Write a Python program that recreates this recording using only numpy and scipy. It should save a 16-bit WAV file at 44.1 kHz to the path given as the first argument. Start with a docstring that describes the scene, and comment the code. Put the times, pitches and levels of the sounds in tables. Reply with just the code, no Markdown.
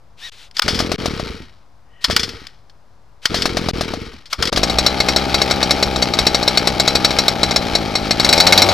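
"""A radio-controlled car on an asphalt track; stereo microphones ride on its body, the engine just left.
First the starter cord is pulled three times: pawls clack, the small two-stroke chuffs, coughs and stalls.
At 4.4 s the fourth pull catches. The engine idles, firing only every few turns, each sharp pop
ringing the metal exhaust. At 8.2 s the throttle opens: the intake hisses and the pipe howls as the
engine climbs to speed. Quiet outdoor air lies behind it all."""
import sys
import numpy as np
from scipy import signal
from scipy.fft import rfft, irfft, next_fast_len
from scipy.io import wavfile
from scipy.ndimage import uniform_filter1d

SR = 44100
rng = np.random.default_rng(int(sys.argv[2]) if len(sys.argv) > 2 else 0)


def put_to_file(sound):
    """Save the sound as 16-bit audio at rate SR, in the file named by the first command-line argument."""
    columns = np.atleast_2d(sound).T  # one column per channel
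    safe = np.clip(columns, -1, 1)
    whole_steps = np.round(safe * 32767)
    wavfile.write(sys.argv[1], SR, whole_steps.astype(np.int16))


N = 384993
T = np.arange(N) / SR
WARM_UP_S, THROTTLE_S = (4.5, 4.59), (8.17, 8.27)   # spans in which the engine warms, the throttle opens


# Firings, close up, from cold coughs to open throttle: t/s, level/dB
FIRINGS = [(0.6834, -17.5), (.802, -8), (0.9164, -6.5), (1.057, -7.5), (1.1968, -17.5), (2.0982, -12),
           (3.3423, -9.5), (3.4551, -2), (3.5693, -6), (3.6858, -7.5), (3.809, -7), (3.936, -16.5),
           (4.5263, -7.5), (4.5733, -3), (4.6319, -3), (4.6974, -11), (4.785, -2.5), (4.8632, -2.5),
           (5.002, -5), (5.0852, -4), (5.1615, -3), (5.343, -4), (5.4165, -4), (5.5095, -4), (5.6281, -5.5),
           (5.7077, -2), (5.8259, -3.5), (5.9598, -11.5), (6.0232, -5.5), (6.1363, -11), (6.1879, -3),
           (6.2672, -1.5), (6.3452, -3.5), (6.427, -12.5), (6.4771, -3), (6.573, -2.5), (6.6721, -2.5),
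           (6.798, -2.5), (6.8768, -2), (6.9527, -3), (7.0462, -1), (7.106, -11.5), (7.1861, -1.5),
           (7.281, -3.5), (7.431, -4), (7.5093, -10.5), (7.5603, -1.5), (7.7517, -5.5), (7.9532, -6),
           (8.108, -3.5), (8.1978, -4), (8.246, -3.5), (8.29, -2), (8.3274, 1.5), (8.3776, -7), (8.4014, 3),
           (8.4682, 0.5), (8.5234, 4), (8.5766, 2), (8.619, 2), (8.6879, -7)]
# Gas resonances of the exhaust pipe: f/Hz, width/Hz, level/dB
PIPE_MODES = [(355, 180, -1), (615, 76, 2), (725.4, 74, 0), (1212, 140, -1.5)]
# Spectrum of the crack of gas at the outlet: f/Hz, level/dB
CRACK_SPECTRUM = [(700, -11), (1300, -5.5), (1800, -4.5), (3200, -8.5), (4000, -0.5), (5600, -5),
                  (6400, -10.5), (8000, -19.5), (10000, -21.5), (15000, -31.5)]

def pops(thump_db, pipe_db, crack_db, metal_db, cold_db, crack_s, thump_hz, thump_t60):
    """A firing sends a pressure spike down the pipe, with a crack of gas and a ring of metal."""
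    times, levels = np.transpose(FIRINGS)
    strength = from_db(levels)
    push = clicks(times, from_db(0.38 * levels))   # the thump grows more slowly than the ring
    thump = from_db(thump_db) * ring(push, thump_hz, thump_t60)
    pipe = sum((-1) ** k * from_db(db) * ring(push, hz, np.log(1000) / (np.pi * width))
               for k, (hz, width, db) in enumerate(PIPE_MODES))
    burst = clicks(times, strength)
    envelope = decay(burst, crack_s) - decay(burst, .0006)
    crack = from_db(crack_db) * envelope * noise(CRACK_SPECTRUM, width=.18)
    struck = strength * from_db(metal_db + cold_db * (times < WARM_UP_S[1]))   # cold coughs barely ring
    # the loose exhaust bounces once after each firing
    blow_times, blows = np.r_[times, times + .005], np.r_[struck, struck * from_db(-6.5)]
    metal = exhaust_clang(blow_times, blows, detune=.009, uneven_db=3.5, rise_s=0.001)
    return thump + from_db(pipe_db) * pipe + crack + metal


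# Modes of the metal exhaust: f/Hz, level/dB, t60/s
METAL_MODES = [(1320, -31, 0.025), (1428, -10, 0.033), (2158, -5, 0.051), (2494, -13.5, 0.053),
               (3840, 9, 0.018), (4014, -9.5, 0.14), (4100, -7, 0.063), (4398, 5.5, 0.024),
               (4577, -7, 0.081), (4500, -16.5, 0.02), (5478, -1, 0.041), (5580, -19.5, 0.073),
               (5560, -9, 0.093), (6630, -12, 0.048), (7300, -15, 0.046), (7870, -19, 0.073),
               (9530, -24, 0.038), (11450, -26, 0.05)]

def exhaust_clang(times, strengths, detune, uneven_db, rise_s):
    """The loosely held exhaust rings a little differently at each blow."""
    hz, db, t60 = np.array(METAL_MODES).T[:, :, None]
    age, out = T[:SR // 11], np.zeros(N + SR)
    attack = 1 - np.exp(-age / rise_s)
    for s, strength in zip(times, strengths):
        pitch, size, phase = rng.standard_normal((3, len(METAL_MODES), 1))
        envelopes = from_db(db + uneven_db * size - 60 * age / t60)
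        modes = envelopes * np.sin(2 * np.pi * (hz * (1 + detune * pitch) * age + phase))
        out[int(s * SR) + np.arange(len(age))] += strength * attack * modes.sum(axis=0)
    return out[:N]


# Nominal crank speed once the engine catches: t/s, speed/(turns/s)
RUN_SPEED = [(4.405, 38), (4.56, 45), (4.68, 57), (4.88, 64), (5.4, 67), (5.85, 66), (6.13, 61), (6.95, 65),
             (7.55, 60), (7.92, 52.5), (8.17, 53), (8.33, 79), (8.61, 98), (8.74, 93)]

def running_speed():
    """The crank idles unevenly, then races as the throttle opens."""
    return np.interp(T, *np.transpose(RUN_SPEED))


def kicks(jump_share):
    """Each firing of the warm engine jerks the crank faster, then it coasts: a sawtooth in speed."""
    times, db = np.transpose(FIRINGS)
    jumps = jump_share * (times > WARM_UP_S[1]) * np.minimum(from_db(db + 1.5), 1)
    steps = np.cumsum(clicks(times, jumps))
    return steps - uniform_filter1d(steps, size=6600, mode="nearest")


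PULL_SPEED, IDLE_SPEED, FRICTION = 44, 63, 90   # turns/s, turns/s, turns/s lost each second

def coasting(stop, last_speed):
    """A pull spins the crank, then friction slows it evenly to the last chuff."""
    return np.clip(last_speed + FRICTION * (stop - T), last_speed, PULL_SPEED)


# Failed pulls: first chuff t/s, last chuff t/s, nominal final speed/(turns/s)
FAILED_PULLS = [(.662, 1.404, 14), (2.1, 2.418, 9), (3.317, 4.136, 12.5)]

def crank(firm_db):
    """Crank angle in turns and port opening times; cold or firm firings fall on whole turns."""
    angle, openings = np.zeros(N), []
    fired = np.array([s for s, db in FIRINGS if db > firm_db or s < WARM_UP_S[1]])
    spins = [(start, stop, coasting(stop, last_speed)) for start, stop, last_speed in FAILED_PULLS]
    spins.append((RUN_SPEED[0][0], RUN_SPEED[-1][0], running_speed() * (1 + kicks(jump_share=0.1))))
    for start, stop, speed in spins:
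        free_angle = np.cumsum(speed) / SR
        marks = np.interp(np.r_[start, fired[(fired > start) & (fired < stop)], stop], T, free_angle)
        turns = np.r_[0, np.cumsum(np.round(np.diff(marks)))]
        if stop > T[-1]:   # still running at the end
            turns[-1] = turns[-2] + marks[-1] - marks[-2]
        angle += np.interp(free_angle, marks, turns)
        opening_angles = np.interp(np.arange(int(turns[-1]) + 1), turns, marks)
        openings.extend(np.interp(opening_angles, free_angle, T))
    return angle, np.array(openings)


def engine_gain(pull_db, stall_db, bend, dying_db_per_s, idle_db, doubling_db, cold_db, throttle_db):
    """A layer sinks as each pull stalls; once running it follows speed, warmth and throttle."""
    def onset(start):
        return np.clip((T - start) / .012 + 2, 0, 1)
    gain = 0
    for start, stop, last_speed in FAILED_PULLS:
        slowed = 1 - coasting(stop, last_speed) / PULL_SPEED
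        dying_db = dying_db_per_s * np.clip(T - stop, 0, 1)
        gain += onset(start) * from_db(pull_db + stall_db * slowed ** bend - dying_db)
    running_db = idle_db + doubling_db * np.log2(running_speed() / IDLE_SPEED)
    running_db += np.interp(T, WARM_UP_S, [cold_db, 0]) + np.interp(T, THROTTLE_S, [0, throttle_db])
    return gain + onset(RUN_SPEED[0][0]) * from_db(running_db)


def cavity_swoop(angle, low_hz, cold_hz, hot_hz, swoop_db, scatter, damping):
    """The piston retunes the gas cavity: its note arches up and back each turn, higher once hot."""
    turn, part = angle.astype(int), angle % 1
    pitch, size = rng.standard_normal((turn[-1] + 1, 2))[turn].T
    top_hz = np.interp(T, [4.48, 4.65], [cold_hz, hot_hz]) * (1 + scatter * pitch)
    stroke = np.abs(np.sin(np.pi * part))
    cycles = np.cumsum(low_hz + (top_hz - low_hz) * stroke ** 0.78) / SR
    cycles -= cycles[np.searchsorted(turn, turn)]   # the phase restarts each turn
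    envelope = from_db(swoop_db + 0.5 * size) * stroke ** 0.5 * np.exp(-damping * part)
    return envelope * np.sin(2 * np.pi * cycles)


def pipe_blare(angle, openings, tone_db, rasp_db, depth, soft_s, dull_s):
    """Each turn blows the pipe's resonances, with some turbulent rasp."""
    blows = clicks(openings, from_db(rng.standard_normal(len(openings))))
    tone = rms_one(resonate(decay(blows, soft_s), PIPE_MODES))
    turbulence = once_a_turn(angle - .25, depth) * rng.standard_normal(N)
    rasp = rms_one(resonate(decay(turbulence, dull_s), PIPE_MODES))
    return from_db(tone_db) * tone + from_db(rasp_db) * rasp


# Pipe notes at open throttle: f/Hz, width/Hz, level per filter pass/dB
HOWL_NOTES = [(555, 154, 8), (820, 210, 2.5)]

def pipe_howl(openings, howl_db):
    """With the throttle open, the train of exhaust puffs makes the pipe sing on the nearest harmonics."""
    puffs = clicks(openings, np.interp(openings, THROTTLE_S, [0, 1]))
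    tone = sum(resonate(resonate(puffs, [note]), [note]) for note in HOWL_NOTES)
    return from_db(howl_db) * tone / tone[T > THROTTLE_S[1]].std()


# Air cavities that each port opening sets swinging: f/Hz, width/Hz, level/dB
PORT_CAVITIES = [(57.4, 120, -16), (124, 230, -2), (211, 100, 9), (291, 430, -10)]

def port_chuffs(openings, port_db, uneven_db, soft_s):
    """Each turn pushes a soft, slightly uneven puff of gas through the ports, fired or not."""
    late, size = rng.standard_normal((len(openings), 2)).T
    blows = clicks(openings + .0005 * late, from_db(uneven_db * size))
    puffs = decay(decay(blows, soft_s), soft_s)
    return from_db(port_db) * rms_one(sum(resonate(puffs, [cavity]) for cavity in PORT_CAVITIES))


# Throb under the microphones, strong while a hand holds the car down and at speed: t/s, level/dB
THROB_LEVELS = [(5.6, -.5), (6.4, -3.5), (8.3, -8), (8.6, 6.5)]

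def chassis_throb(angle, churn_db):
    """The running piston shakes the chassis once a turn; gas churns just after each port opening."""
    running = np.interp(T, [4.4, 4.65], [0, 1])
    shake = np.sin(2 * np.pi * angle) * running * from_db(np.interp(T, *np.transpose(THROB_LEVELS)))
    spectrum = [(20, -13.5), (60, 4.5), (150, -6.5), (300, -6.5), (600, -25.5), (2000, -59.5)]
    churn = rms_one(colour(rng.standard_normal(N), spectrum))
    return shake + from_db(churn_db) * churn * np.exp(-2 * (angle % 1))


# Spectrum of the moving parts at close range: f/Hz, level/dB
RATTLE_SPECTRUM = [(530, -28), (900, -1), (979, -9.5), (1260, 1.5), (1970, -7), (2190, 0.5), (2760, -6.5),
                   (3230, -2), (3510, -8), (4010, -3), (5280, -7), (7060, -23.5), (12300, -31.5),
                   (15100, -50), (16000, -50)]

def rattle(angle, hiss_db, metal_db, grain_db, depth, taps_per_s, ring_share):
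    """Piston, bearings and clutch chatter: dense small taps that briefly ring the exhaust metal."""
    hits = rng.random(N) < taps_per_s / SR
    sizes = from_db(grain_db * np.minimum(rng.exponential(1, N), 4))
    taps = hits * sizes * once_a_turn(angle - .15, depth) + 1e-18
    hiss = rms_one(np.sqrt(decay(taps ** 2, .0016)) * noise(RATTLE_SPECTRUM, width=.2))
    blows = taps * rng.choice([-1, 1], N)
    metal = rms_one(sum(from_db(db) * ring(blows, hz, t60 * ring_share) for hz, db, t60 in METAL_MODES))
    # the running bearings add a narrow high sizzle
    sizzle = (T > 4.6) * from_db(np.interp(T, THROTTLE_S, [-24, -19])) * band_noise([(11900, 120, 0)])
    return from_db(hiss_db) * hiss + from_db(metal_db) * metal + sizzle


def intake(angle, hiss_db, depth):
    """Air hisses through the open throttle in gulps, once a turn."""
    gulps = np.interp(T, THROTTLE_S, [0, 1]) * once_a_turn(angle, depth)
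    spectrum = [(4000, -28), (7800, 4.5), (11000, -9.5), (15000, -11.5)]
    return from_db(hiss_db) * gulps * rms_one(colour(rng.standard_normal(N), spectrum))


# Pawls and handle clacking near the microphones: t/s, level/dB, decay/s
CLACKS = [(0.512, -33, 0.002), (0.568, -15, 0.0054), (0.583, -22.5, .01), (0.594, -6.5, 0.013),
          (0.621, -6, 0.0019), (0.68, -13, 0.024), (.745, -22, 0.034), (.79, -15.5, 0.016),
          (2.042, -8, 0.0065), (2.045, -7.5, 0.0054), (2.109, -14.5, 0.017), (2.164, 0, .005),
          (2.195, -13, .0097), (2.232, -13.5, .0087), (2.291, -22.5, .0059), (2.469, -24.5, .003),
          (2.697, -42.5, .0055), (3.256, -2, .0041), (3.346, -17, 0.042), (3.421, -11, .0068),
          (4.257, -35.5, 0.015), (4.33, -9.5, .005), (4.425, -6.5, .0073), (4.454, -14.5, .0067),
          (4.473, -15, .0084), (4.561, -12, .0093)]
# Spectrum of that clatter: f/Hz, level/dB
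CLACK_SPECTRUM = [(400, -21.5), (900, -15.5), (1400, -6.5), (1850, -3.5), (2700, -9), (3400, 2), (3850, -8),
                  (4300, 0), (5200, 2), (6200, -11.5), (8000, -18.5), (11000, -25.5), (15000, -33.5)]
# Knocks of the handle on the housing: t/s, level/dB
HANDLE_KNOCKS = [(.595, -12), (.619, -22), (0.68, -20.5), (0.789, -26), (2.045, -24), (2.106, -25.5),
                 (2.166, -19.5), (3.254, -22), (4.328, -20), (4.426, -16.5)]

def starter(ticks, clack_db, knock_db, tail_db, tail_s):
    """Pawls and handle clatter against the hollow plastic housing."""
    clacks = sum(decay(clicks([s], from_db(db)), decay_s) for s, db, decay_s in CLACKS)
    times, levels, _ = np.transpose(CLACKS)
    tails = decay(clicks(times, from_db(levels + tail_db)), tail_s)
    knock_times, knock_levels = np.transpose(HANDLE_KNOCKS)
    knocks = decay(clicks(knock_times, from_db(knock_levels + knock_db)), 0.011)
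    hollow = knocks * band_noise([(1210, 450, -2.0), (1503, 120, -0.5), (2190, 150, -4.5)])
    return from_db(clack_db) * (clacks + ticks + tails) * noise(CLACK_SPECTRUM, width=0.14) + hollow


def ratchet(ticks_per_s, tick_db, uneven_db, tick_s):
    """Envelope of the pawls skipping over their teeth until the engine catches."""
    skips = (rng.random(N) < ticks_per_s / SR) * (T < 4.5)
    sizes = from_db(uneven_db * rng.uniform(-1, 1, N))
    return from_db(tick_db) * decay(skips * sizes + FLOOR, tick_s)


# The cord slides as slack is taken up and before the pawls bite: start t/s, end t/s, level/dB
CORD_SLIDES = [(0.168, 0.36, -35.5), (.33, 0.495, -41), (0.541, 0.595, -37), (2.006, 2.054, -38),
               (3.216, 3.28, -35.5), (4.298, 4.345, -32)]
# Resonances of the cord guide: f/Hz, width/Hz, level/dB
GUIDE_MODES = [(1980, 500, -2.5), (3870, 2500, 30.5), (4760, 900, -38), (6200, 1100, -10)]
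# One squeak in the guide: start t/s, end t/s, level/dB
CORD_SQUEAK = [(.21, .3, -28)]

def cord(squeak_db, squeak_hz, rise_hz):
    """The cord hisses through its guide and squeaks, its pitch arching with the speed of the stroke."""
    sliding = sum(from_db(db) * arch(start, stop) for start, stop, db in CORD_SLIDES)
    hiss = rms_one(resonate(decay(rng.standard_normal(N), .0001), GUIDE_MODES))
    start, stop, level = CORD_SQUEAK[0]
    stroke = arch(start, stop)
    slips = np.cumsum((squeak_hz + rise_hz * stroke) * (1 + 0.18 * rng.standard_normal(N))) / SR
    squeak = sum(from_db(db) * np.sin(2 * np.pi * k * slips) for k, db in enumerate([-4, 0, -10], 1))
    return sliding * hiss + from_db(squeak_db + level) * stroke * squeak


def recoil_spring(spring_db, lead_s, lag_s):
    """The spring sings around the end of each failed pull as the cord winds back."""
    winding = sum(arch(stop - lead_s, stop + lag_s) for _, stop, _ in FAILED_PULLS)
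    return from_db(spring_db) * winding * band_noise([(1895, 46, 5), (2980, 130, -2.5)])


# Spectrum of the open air around the track: f/Hz, level/dB
AIR_SPECTRUM = [(20, -9.5), (50, 4), (100, -2), (170, -8.5), (300, -16), (600, -13), (1000, -13.5),
                (2000, -25.5), (3000, -30.5), (5000, -29.5), (8000, -39.5), (15000, -47)]

def outdoor_air(air_db):
    """A steady low wash behind the car, a little stronger in the left microphone."""
    return from_db(air_db) * noise(AIR_SPECTRUM, width=0.45) * from_db([[1.5], [-1.5]])


# Left microphone over right, engine close on the left: f/Hz, level/dB
LEFT_LEVEL = [(60, -3.8), (125, -1.1), (250, 3.2), (500, 6.7), (1000, 5.8), (4000, 4.3), (12000, 4.5)]
# Lead of the left microphone: f/Hz, phase/rad
LEFT_PHASE = [(70, .05), (125, 0.71), (340, 0.73), (1120, 0.44), (4000, 0.25), (8000, .04)]

def microphones(x):
    """The pair on the car's body hears each frequency at two levels and phases."""
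    half = from_db(curve(LEFT_LEVEL) / 2) * np.exp(.5j * curve(LEFT_PHASE))
    return irfft(rfft(x, FFT_SIZE) * np.array([half, 1 / half]), FFT_SIZE)[:, :N]


FFT_SIZE = next_fast_len(N + SR // 10)
FLOOR = 1e-12 * np.cos(3000 * T)   # inaudible; keeps filter tails from underflowing

def from_db(db):
    """Decibels to gain."""
    return 10 ** (np.asarray(db) / 20)


def rms_one(x):
    """Scale to unit power."""
    return x / np.sqrt(np.mean(x ** 2) + 1e-20)


def curve(points):
    """Spread (f/Hz, value) points over the FFT bins, along log frequency."""
    hz, values = np.transpose(points)
    bins = np.maximum(np.arange(FFT_SIZE // 2 + 1) * SR / FFT_SIZE, 1)
    return np.interp(np.log(bins), np.log(hz), values)


def colour(x, spectrum):
    """Filter by a smooth (f/Hz, level/dB) curve."""
    return irfft(rfft(x, FFT_SIZE) * from_db(curve(spectrum)), FFT_SIZE)[..., :N]


def noise(spectrum, width):
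    """Coloured stereo noise of unit power; width is the side share."""
    mid, side = rng.standard_normal((2, N))
    return rms_one(colour(mid + width * side * np.array([[1], [-1]]), spectrum))


def band_noise(peaks):
    """Mono noise of unit power through resonances."""
    return rms_one(resonate(rng.standard_normal(N), peaks))


def clicks(times, sizes):
    """Single-sample blows."""
    out = FLOOR.copy()
    np.add.at(out, np.clip((np.asarray(times) * SR).astype(int), 0, N - 1), sizes)
    return out


def decay(x, decay_s):
    """One-pole low-pass: each click becomes an exponential decay."""
    return signal.lfilter([1], [1, -np.exp(-1 / (decay_s * SR))], x)


def ring(x, hz, t60):
    """A unit click sets a sine of height 1 ringing."""
    radius, step = from_db(-60 / (t60 * SR)), 2 * np.pi * hz / SR
    return signal.lfilter([0, np.sin(step)], [1, -2 * radius * np.cos(step), radius ** 2], x)


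def resonate(x, peaks):
    """Parallel band-passes of alternating sign: f/Hz, width/Hz, level/dB."""
    return sum((-1) ** k * from_db(db) * signal.lfilter(*signal.iirpeak(hz, hz / width, fs=SR), x)
               for k, (hz, width, db) in enumerate(peaks))


def arch(start, stop):
    """A stroke: rises from nothing to one and falls back."""
    return np.sin(np.pi * np.clip((T - start) / (stop - start), 0, 1))


def once_a_turn(angle, depth):
    """A gain that peaks at every whole turn."""
    return np.exp(depth * np.cos(2 * np.pi * angle))


def scene():
    """From the car's body: engine and starter close on the left, over quiet outdoor air."""
    angle, openings = crank(firm_db=-6)
    port_gain = engine_gain(pull_db=-22.5, stall_db=-35.5, bend=3.24, dying_db_per_s=204.5,
                            idle_db=-23.5, doubling_db=-5, cold_db=-3, throttle_db=2)
    exhaust_gain = engine_gain(pull_db=-27, stall_db=-24, bend=.57, dying_db_per_s=150.5,
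                               idle_db=-21.5, doubling_db=9, cold_db=1, throttle_db=1.5)
    rattle_gain = engine_gain(pull_db=-34.5, stall_db=-19.5, bend=1.48, dying_db_per_s=115,
                              idle_db=-30, doubling_db=7, cold_db=1, throttle_db=1.5)
    car = np.zeros((2, N))
    car += port_gain * port_chuffs(openings, port_db=-3.5, uneven_db=-0.54, soft_s=.0004)
    car += port_gain * chassis_throb(angle, churn_db=1.5)
    pumped_gain = .48 * port_gain * (T < WARM_UP_S[0])   # while cranking, pumped air drives the cavity
    low_hz = np.interp(T, [8.2, 8.5], [230, 500])   # at open throttle the cavity stays tuned higher
    swoop = cavity_swoop(angle, low_hz, cold_hz=472, hot_hz=855, swoop_db=3.5, scatter=.017, damping=.46)
    car += np.maximum(exhaust_gain, pumped_gain) * swoop
    car += exhaust_gain * pipe_blare(angle, openings, tone_db=-12.5, rasp_db=-6, depth=0.45,
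                                     soft_s=0.0017, dull_s=.0012)
    car += pipe_howl(openings, howl_db=-19) + intake(angle, hiss_db=-42.5, depth=0.75)
    car += rattle_gain * rattle(angle, hiss_db=6.5, metal_db=-3.5, grain_db=4, depth=0.025,
                                taps_per_s=1600, ring_share=0.78)
    car += pops(thump_db=-11, pipe_db=-7.5, crack_db=-4.5, metal_db=-3, cold_db=-20.5,
                crack_s=0.0099, thump_hz=470, thump_t60=0.012)
    ticks = rattle_gain ** 0.81 * ratchet(ticks_per_s=25, tick_db=-10, uneven_db=10.5, tick_s=0.0011)
    car += starter(ticks, clack_db=2, knock_db=4.5, tail_db=-30, tail_s=0.063)
    car += cord(squeak_db=-0.5, squeak_hz=1550, rise_hz=373.5)
    car += recoil_spring(spring_db=-46, lead_s=0.56, lag_s=0.16)
    return from_db(-3) * microphones(car) + outdoor_air(air_db=-52)


# Instants where both channels cut out: t/s
DROPOUTS = [.299, .600, .962, 3.714, 4.501]
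# Steady offset of the left and right channel: amplitude/full scale
DC_OFFSET = [
    [.008],
    [.004],
]

def record(dry):
    """The sound cuts out briefly and sits on a small offset; loud pops overload, the top is cut."""
    half_gap_s, edge_s, cutoff_hz = .009, .0031, 15500
    gates = [np.clip((np.abs(T - s - half_gap_s) - half_gap_s) / edge_s, 0, 1) for s in DROPOUTS]
    x = dry * np.maximum(np.prod(gates, axis=0), from_db(-34.5)) + DC_OFFSET
    clipped = x / (1 + (x / .97) ** 8) ** (1 / 8)
    return signal.sosfilt(signal.ellip(12, .2, 100, cutoff_hz, fs=SR, output="sos"), clipped)


dry = scene()
out = record(dry)
put_to_file(out)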